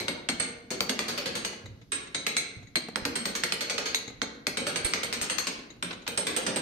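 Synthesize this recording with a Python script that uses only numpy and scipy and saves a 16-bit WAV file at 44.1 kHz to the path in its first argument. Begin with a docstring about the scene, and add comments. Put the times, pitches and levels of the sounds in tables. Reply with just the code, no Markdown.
"""A bare tiled room, at the foot of a wall: a club hammer drives a steel bar chisel into tile and mortar.
The blows come in quick bursts. Each snaps steel on steel, cracks the tile, sprays grit, thumps the wall
and sets the bar ringing, and the room answers. In the pauses the tip is set down again, chips fall and
the floor gives dull thuds. A few low knocks reach the microphone, over a faint bed of rumble and hiss."""
import sys
import numpy as np
from scipy import signal
from scipy.io import wavfile

SR = 44100
rng = np.random.default_rng(int(sys.argv[2]) if len(sys.argv) > 2 else 0)


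def wrap_up_sound(samples):
    """Save the sound to the file named by the first command line argument, as 16-bit audio."""
    columns = np.atleast_2d(samples).T
    # keep every value between -1 and 1, then stretch to whole-number steps
    tamed = np.clip(columns, -1, 1)
    steps = np.round(tamed * 32767).astype(np.int16)
    wavfile.write(sys.argv[1], SR, steps)


N = 291501

# Modes of the steel bar (three bends, one lengthwise mode, four overtones):
# f/Hz, width/Hz, base t60/s of the chatter on the mortar, gain/dB, left minus right/dB
BAR_MODES = [(2180, 146, 0.14, 3.5, 0), (4200, 197, 0.17, 3.5, 4), (6454, 240, 0.19, -1, 6.5),
             (8413, 64, 0.12, 2.5, -12), (9710, 230, 0.25, -4.5, -13.5), (11350, 100, 0.17, -1.5, 5),
             (12760, 300, 0.21, -1.5, -1.5), (14470, 190, 0.19, -1, .5)]


def amp(db):
    return 10 ** (np.asarray(db) / 20)


def rms_one(x):
    return x / np.sqrt(np.mean(x ** 2) + 1e-20)


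def at_hz(curve, hz):
    """Read a curve of (f/Hz, value) points along a log frequency axis."""
    points_hz, values = np.transpose(curve)
    return np.interp(np.log(hz), np.log(points_hz), values)


def band(x, low_hz, high_hz):
    return signal.sosfilt(signal.butter(2, [low_hz, high_hz], "band", fs=SR, output="sos"), x)


def resonance(x, hz, width_hz):
    """Two-pole resonator with unity gain at its peak."""
    r = np.exp(-np.pi * width_hz / SR)
    feedback = [1, -2 * r * np.cos(2 * np.pi * hz / SR), r * r]
    return signal.lfilter(np.array([1, 0, -1]) * (1 - r * r) / 2, feedback, x)


def decay(t60, rise_s, size):
    """Percussive envelope: a short rise, then 60 dB lost in t60 seconds."""
    t = np.arange(size) / SR
    return (1 - np.exp(-t / rise_s)) * amp(-60 * t / t60)


def pan(left_minus_right_db):
    return amp(np.array([[0.5], [-0.5]]) * left_minus_right_db)


def add(out, start_s, sound):
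    at = round(start_s * SR)
    out[..., at:at + sound.shape[-1]] += sound[..., :N - at]


def diffuse_noise(gain, size):
    """Half-octave noise bands, centred in the bass and wide above, each shaped by gain(hz)."""
    # How alike the two channels are: f/Hz, correlation
    likeness = [(60, 1), (130, 1), (290, 0.87), (640, 0.13), (1410, -0.15), (3100, 0.16), (6820, 0.083),
                (15000, -0.45)]
    edges_hz = 25 * 2 ** np.arange(0, 9.6, .5)
    out, white = 0, rng.standard_normal((2, 2, size))
    for k, (low, high) in enumerate(zip(edges_hz, edges_hz[1:])):
        centre_hz = np.sqrt(low * high)
        mid, side = band(white[k % 2], low, high)
        alike = at_hz(likeness, centre_hz)
        out += gain(centre_hz) * (np.sqrt(1 + alike) * mid + np.sqrt(1 - alike) * side * [[1], [-1]])
    return out


def room_tone():
    """A steady bed of low rumble with a thin hiss."""
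    # Colour of the bed: f/Hz, relative level/dB
    spectrum = [(15, -34), (25, 7.5), (264, 6), (833, -44), (1810, -26), (2020, -18), (3260, -41),
                (4150, -8.5), (7280, -38.5), (11000, -30), (15000, -33)]
    return amp(-56) * rms_one(diffuse_noise(lambda hz: amp(at_hz(spectrum, hz)), N))


def room_reverb(send):
    """Diffuse echoes off bare tile: a noise tail that dies band by band, new on every call."""
    # Decay of the room: f/Hz, t60/s
    decay_times = [(100, 0.28), (260, 0.94), (700, 0.86), (1840, 0.67), (4850, 0.49), (8400, 0.32),
                   (12800, 0.39)]
    # Colour of the tail: f/Hz, relative level/dB
    colour = [(60, 7), (250, -0.5), (1000, -2.5), (3000, 0), (7000, 0), (15000, -10.5)]
    size = SR * 3 // 4
    tail = diffuse_noise(
        lambda hz: amp(at_hz(colour, hz)) * decay(at_hz(decay_times, hz), 0.00094, size), size)
    return amp(-29) * signal.fftconvolve(send[None], tail, axes=1)[:, :N]


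def microphone_knocks():
    """Knocks felt by the microphone itself: single low pressure pulses, stronger on the right."""
    # Pressure pulses: t/s, level before filter and pan/dB, length/s
    pulses = [(0.399, -34, 0.0049), (2.28, -56, 0.011), (3.02, -34.5, 0.0068), (4.845, -27, 0.0098),
              (5.208, -40, 0.012), (6.181, -37, 0.0024)]
    out = np.zeros(N)
    for start_s, db, length_s in pulses:
        add(out, start_s, amp(db) * np.hanning(round(length_s * SR)))
    return signal.sosfilt(signal.butter(2, 22, "high", fs=SR, output="sos"), out) * pan(-7)


def floor_thuds():
    """Soft weight on the floor: a rounded attack into one low resonance."""
    # Dull thuds: t/s, level/dB, f/Hz, t60/s
    thuds = [(1.64, -36, 99, 0.24), (1.683, -32, 98, 0.094), (1.741, -37.5, 124, 0.09),
             (2.567, -28, 100, 0.06), (4.078, -32, 128, 0.05), (5.92, -50, 109, 0.35)]
    out, size = np.zeros(N), SR // 2
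    t = np.arange(size) / SR
    for start_s, db, hz, t60 in thuds:
        add(out, start_s, amp(db) * np.sin(2 * np.pi * hz * t) * decay(t60, 0.0042, size))
    return out


def wall_thump(noise, levels_db, t60):
    """Wall and floor slab answer a push with broad low resonances, one for each level given."""
    # Resonances (two thumps, hollow knock, deep body): f/Hz, width/Hz, gain/dB
    wall_modes = [(233, 89, 5), (319, 108, 1.5), (450, 89, 1.5), (92, 200, 4)]
    out, push = 0, noise * decay(t60, 0.0077, len(noise))
    for (hz, width_hz, gain_db), level_db in zip(wall_modes, levels_db):
        body = resonance(push, hz, width_hz)
        out += amp(level_db + gain_db) * body / np.abs(body).max()
    return out


def bar_ring(levels_db, pitches_hz, t60_scale, size):
    """A hit kicks each given mode, then the tip chatters on the mortar and keeps it ringing roughly."""
    out, noise = 0, rng.standard_normal((len(BAR_MODES), 2, size))
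    for mode, level_db, hz, chatter in zip(BAR_MODES, levels_db, pitches_hz, noise):
        _, width_hz, t60, gain_db, pan_db = mode
        ring_samples = SR / (np.pi * width_hz)
        drive = amp(-2.5) * np.sqrt(ring_samples) * chatter * decay(t60 * t60_scale, 0.00072, size)
        drive[:, 0] += ring_samples / 2 * np.sign(chatter[:, 0])   # the kick
        ring = resonance(drive, hz, width_hz)
        ring = resonance(ring, hz, 10.7 * width_hz)   # keeps the gaps between modes dark
        out += amp(level_db + gain_db) * pan(pan_db) * ring
    return out


def light_touches():
    """The tip set down, chips dropping: a tick, a small thump and a hand-damped clink of the bar."""
    # Light contacts: t/s, tick/dB, thump/dB, clink/dB
    touches = [(1.529, -34, -49, -49), (1.6579, -51, -51, -48), (1.8144, -46, -66, -61),
               (2.0695, -38, -69, -51), (2.6262, -76, -55, -58), (2.671, -62, -77, -55.5),
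               (2.884, -47, -38.5, -52), (4.0777, -43, -43, -40.5), (4.1, -49, -49, -65),
               (4.348, -61, -55, -60), (5.5897, -38, -46.5, -50), (5.7028, -44, -52, -48.5),
               (5.764, -58, -57, -72), (5.9077, -23, -45.5, -62), (5.9287, -30, -50, -47),
               (6.019, -42, -70, -54), (6.0652, -24, -62, -50)]
    # Bends of the loosely held bar: f/Hz
    resting_hz = [2060, 3900, 6630]
    out, size = np.zeros((2, N)), SR // 8
    for start_s, tick_db, thump_db, clink_db in touches:
        noise = rng.standard_normal((3, size))
        burst = noise[:2] * decay(0.078, 0.00099, size)
        tick = amp(tick_db) * band(band(burst, 600, 4900), 600, 4900)
        clink = bar_ring([clink_db] * 3, resting_hz, t60_scale=0.53, size=size)
        thump = wall_thump(noise[2], [thump_db] * 3, t60=0.025)
        add(out, start_s, tick + clink + thump)
    return out


def tile_crack(noise, crack_db, snap_db, treble_db):
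    """Steel snaps on steel, the tile breaks and rings, and fine grit sprays after a high tick."""
    size = noise.shape[-1]
    # A hard blow breaks the tile cleanly; weaker cracks crumble on for longer.
    hard_db, hard_t60, db_per_doubling = -11, 0.022, 5
    t60 = min(hard_t60 * 2 ** ((hard_db - crack_db) / db_per_doubling), 0.22)
    fracture = noise[:3] * decay(t60, 0.029 * t60, size)
    crunch = amp(crack_db) * band(fracture[0], 980, 4070)
    bright_db = crack_db - 5 + 0.36 * (snap_db - crack_db)   # brighter where steel meets steel squarely
    edge = amp(bright_db) * band(fracture[1], 2500, 7660)
    loose_tile = amp(crack_db - 0.5) * resonance(fracture[2], hz=1410, width_hz=324)
    push = band(np.abs(noise[3]) * decay(0.003, 0.0001, size), 2020, 6050)
    snap = amp(snap_db) * push / np.abs(push).max(axis=1, keepdims=True)
    soften = signal.butter(4, 8200, fs=SR, output="sos")
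    crack = signal.sosfilt(soften, crunch + edge + loose_tile + snap)
    burst = noise[1] * decay(0.011, 0.00052, size)
    tick = amp(treble_db + 17.5) * band(band(burst, 7800, 12000), 7800, 14000)
    grit = amp(treble_db - 9.5) * band(noise[0] * decay(0.28, 0.003, size), 8400, 12000)
    return crack + tick + grit


def hammer_blows():
    """Each blow layers crack, bar ring and wall thump; returns the stereo hits and mono reverb sends."""
    # Blows, with base layer levels: t/s, crack/dB, snap/dB, wall thump/dB, hollow knock/dB, two lower
    # bends/dB, high bend/dB, lengthwise mode/dB, treble (overtones, tick, grit)/dB, reverb send/dB
    blows = [(0.001, -38, -19.5, -42, -43, -34.5, -56, -48, -53, -2.5),
             (0.082, -11, -15, -37, -38.5, -34.5, -52, -42.5, -49.5, -5.5),
             (0.288, -15, -12, -32.5, -38, -31, -34, -32, -50, -8),
             (0.398, -19.5, -33, -44, -37.5, -34, -36, -25, -60, -1.5),
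             (0.705, -29, -24, -39, -30.5, -38, -33, -39, -59, -3.5),
             (0.806, -6.5, -7.5, -35.5, -32.5, -31.5, -41, -42, -49, -7.5),
             (0.894, -13, -12, -35.5, -31, -33, -31, -38.5, -47, -5.5),
             (0.991, -8, -13.5, -43.5, -34, -40, -34.5, -42, -46, -3.5),
             (1.082, -23, -23.5, -45.5, -40.5, -37, -39, -46.5, -48.5, 0.5),
             (1.177, -20, -19, -45.5, -36.5, -35, -56, -55, -48.5, -2.5),
             (1.258, -21, -22, -44.5, -37, -37, -46, -49, -52, -0.5),
             (1.353, -19, -22, -46.5, -51, -41, -38, -36, -50, -1.5),
             (1.448, -11.5, -24, -46.5, -41, -35.5, -34.5, -43, -48.5, -2.5),
             (1.919, -18, -28.5, -48.5, -47, -39, -37, -28.5, -63, 0),
             (2.146, -14, -34, -42, -43.5, -32, -31.5, -34.5, -76, -4.5),
             (2.266, -9, -14, -44.5, -34, -30, -34, -33, -49.5, -4),
             (2.367, -6, -12.5, -46.5, -47, -27, -27, -27, -53, -5),
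             (2.756, -5, -27, -37, -37, -24, -35, -31, -44.5, -10),
             (2.958, -5.5, -64, -37.5, -65, -40, -65, -41.5, -53.5, -7.5),
             (3.052, -10.5, -15, -35.5, -32, -36, -40, -45, -44.5, -5.5),
             (3.155, -17, -22, -42, -51, -38, -46, -32, -52, -0.5),
             (3.255, -12, -16.5, -42, -39, -45, -46, -31.5, -52, -2.5),
             (3.352, -19, -16, -53, -44, -37.5, -38, -38, -48, -2),
             (3.436, -11, -9, -43.5, -36, -29.5, -34, -34, -41.5, -6),
             (3.522, -11.5, -10, -43, -39.5, -33.5, -45, -35, -49, -4.5),
             (3.608, -22, -18, -49.5, -36, -33.5, -35.5, -44, -46, -1.7),
             (3.698, -20, -14, -65, -32, -35.5, -35, -44.5, -49, -2),
             (3.78, -14.5, -16, -48, -33, -41, -37, -47, -50, -2),
             (3.856, -20.5, -26, -63, -44, -35, -37.5, -56, -51, 2),
             (3.946, -6, -15, -49, -43, -24, -24, -40.5, -46, -9),
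             (4.217, -5.5, -68, -37.5, -35, -31.5, -32, -48.5, -66, -9),
             (4.468, -8, -13, -35.5, -37, -33, -34.5, -39, -47, -8),
             (4.571, -13.5, -20.5, -42.5, -35, -39.5, -40, -35.5, -50.5, -0.5),
             (4.667, -15.5, -22, -47.5, -33.5, -42, -57, -35.5, -51, .4),
             (4.759, -14, -15.5, -48, -34, -33, -37, -36.5, -49, -2.5),
             (4.846, -22, -24, -43.5, -40, -37.5, -41, -27, -49, -1.3),
             (4.936, -5, -18, -45, -39, -40.5, -34, -45, -50, -2.5),
             (5.032, -15.5, -21, -41.5, -37.5, -38, -39, -36, -47.5, -4.5),
             (5.127, -24, -12.5, -46, -37.5, -42, -41, -38, -44.5, -2.5),
             (5.214, -28.5, -17, -47, -40, -52, -34, -32.5, -52, -1.5),
             (5.298, -12, -27, -46, -52, -36, -34, -30, -50, -0.7),
             (5.383, -14, -24, -53, -47, -35, -27, -39, -52, -2),
             (5.47, -18, -12.5, -43.5, -43, -40, -35, -38, -49, -3.5),
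             (5.825, -12.5, -37, -42, -51, -46, -64, -37, -53.5, -2.5),
             (6.077, -9, -22, -46, -38.5, -48, -62, -42, -49.5, -2.5),
             (6.175, -16.5, -15, -40.5, -33.5, -37.5, -56, -27, -47, -3),
             (6.268, -13, -24, -41, -39.5, -57, -57, -34.5, -49, 1.8),
             (6.364, -19.5, -17.5, -44.5, -30, -47, -35, -26, -45, -1.3),
             (6.465, -18, -17, -40, -34.5, -50, -56, -34.5, -53, 1),
             (6.56, -22, -20, -36, -33, -42.5, -43, -28, -54, -3.5)]
    # The hand shifts along the bar and changes its ring:
    # t/s, middle bend f/Hz, low bend offset/dB, top overtone offset/dB
    grip = [(0, 4150, -1, -12), (.3, 4270, 4, -10), (.4, 4260, 3, 14), (.9, 4500, -7, 6),
            (1.35, 4450, -14, -3), (1.9, 3830, -8, 12), (2.4, 4040, 0.5, 14), (2.75, 4180, -1, -12),
            (3.2, 4350, -9, 5), (3.5, 4300, 2, -5), (3.85, 4520, -8, -3), (3.94, 4030, -10, -9),
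            (4.25, 4100, -2.5, -25), (4.45, 4280, 1.5, -15), (4.65, 4450, -5, 4), (4.95, 4300, 4.5, -10),
            (5.3, 4330, -5, 7), (5.85, 4020, 6, -5), (6.2, 4100, -10, 6), (6.6, 4030, 6, 4)]
    grip_s, *grip_curves = np.transpose(grip)
    pitch_spread, overtone_spread_db, deep_spread_db, pan_spread_db = 0.01, 5, 1.5, 2.5
    send_count, size = 6, SR // 4
    direct, sends = np.zeros((2, N)), np.zeros((send_count, N))
    for k, (start_s, crack_db, snap_db, thump_db, knock_db, *bar_db, send_db) in enumerate(blows):
        bends_db, high_bend_db, lengthwise_db, treble_db = bar_db
        noise, chance = rng.standard_normal((4, 2, size)), rng.standard_normal(10)
        crack = tile_crack(noise, crack_db, snap_db, treble_db)

        middle_hz, low_db, top_db = (np.interp(start_s, grip_s, curve) for curve in grip_curves)
        pitches_hz = np.array(BAR_MODES)[:, 0]
        pitches_hz[1] = middle_hz
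        pitches_hz[:3] *= 1 + pitch_spread * chance[:3]
        overtones_db = treble_db + overtone_spread_db * chance[4:8]
        overtones_db[-1] += top_db
        levels_db = [bends_db + low_db, bends_db, high_bend_db, lengthwise_db, *overtones_db]
        ring = bar_ring(levels_db, pitches_hz, t60_scale=0.8, size=size)

        deep_db = -49.5 + deep_spread_db * chance[8]
        thump = wall_thump(noise[2, 0], [thump_db, thump_db, knock_db, deep_db], t60=0.1)
        hit = crack + ring + thump
        add(direct, start_s, pan(pan_spread_db * chance[9]) * hit)
        add(sends[k % send_count], start_s, amp(send_db) * hit.mean(axis=0))
    return direct, sends


def scene():
    """Blows up front, small sounds in the pauses, reverb and room tone behind."""
    blows, sends = hammer_blows()
    touches, thuds, bed = light_touches(), floor_thuds(), room_tone()
    # Arms and tool move, so the echoes change from blow to blow: each send has its own tail.
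    blow_echoes = sum(room_reverb(send) for send in sends)
    soft_echoes = room_reverb(amp(-11.5) * touches.mean(axis=0) + amp(-4) * thuds)
    return bed + soft_echoes + blow_echoes + microphone_knocks() + thuds + touches + blows


def record(dry):
    """Each microphone port rolls off its bass; peaks are rounded and the top is cut steeply."""
    # Bass roll-off, left port then right: f/Hz
    bass_cuts_hz = [70.4, 9.9]
    ports = np.array([signal.lfilter(*signal.butter(1, hz, "high", fs=SR), channel)
                      for hz, channel in zip(bass_cuts_hz, dry)])
    ceiling = 0.7
    rounded = ceiling * np.tanh(ports / ceiling)
    return signal.sosfilt(signal.cheby2(12, 70, 16500, fs=SR, output="sos"), rounded)


dry = scene()
out = record(dry)
wrap_up_sound(out)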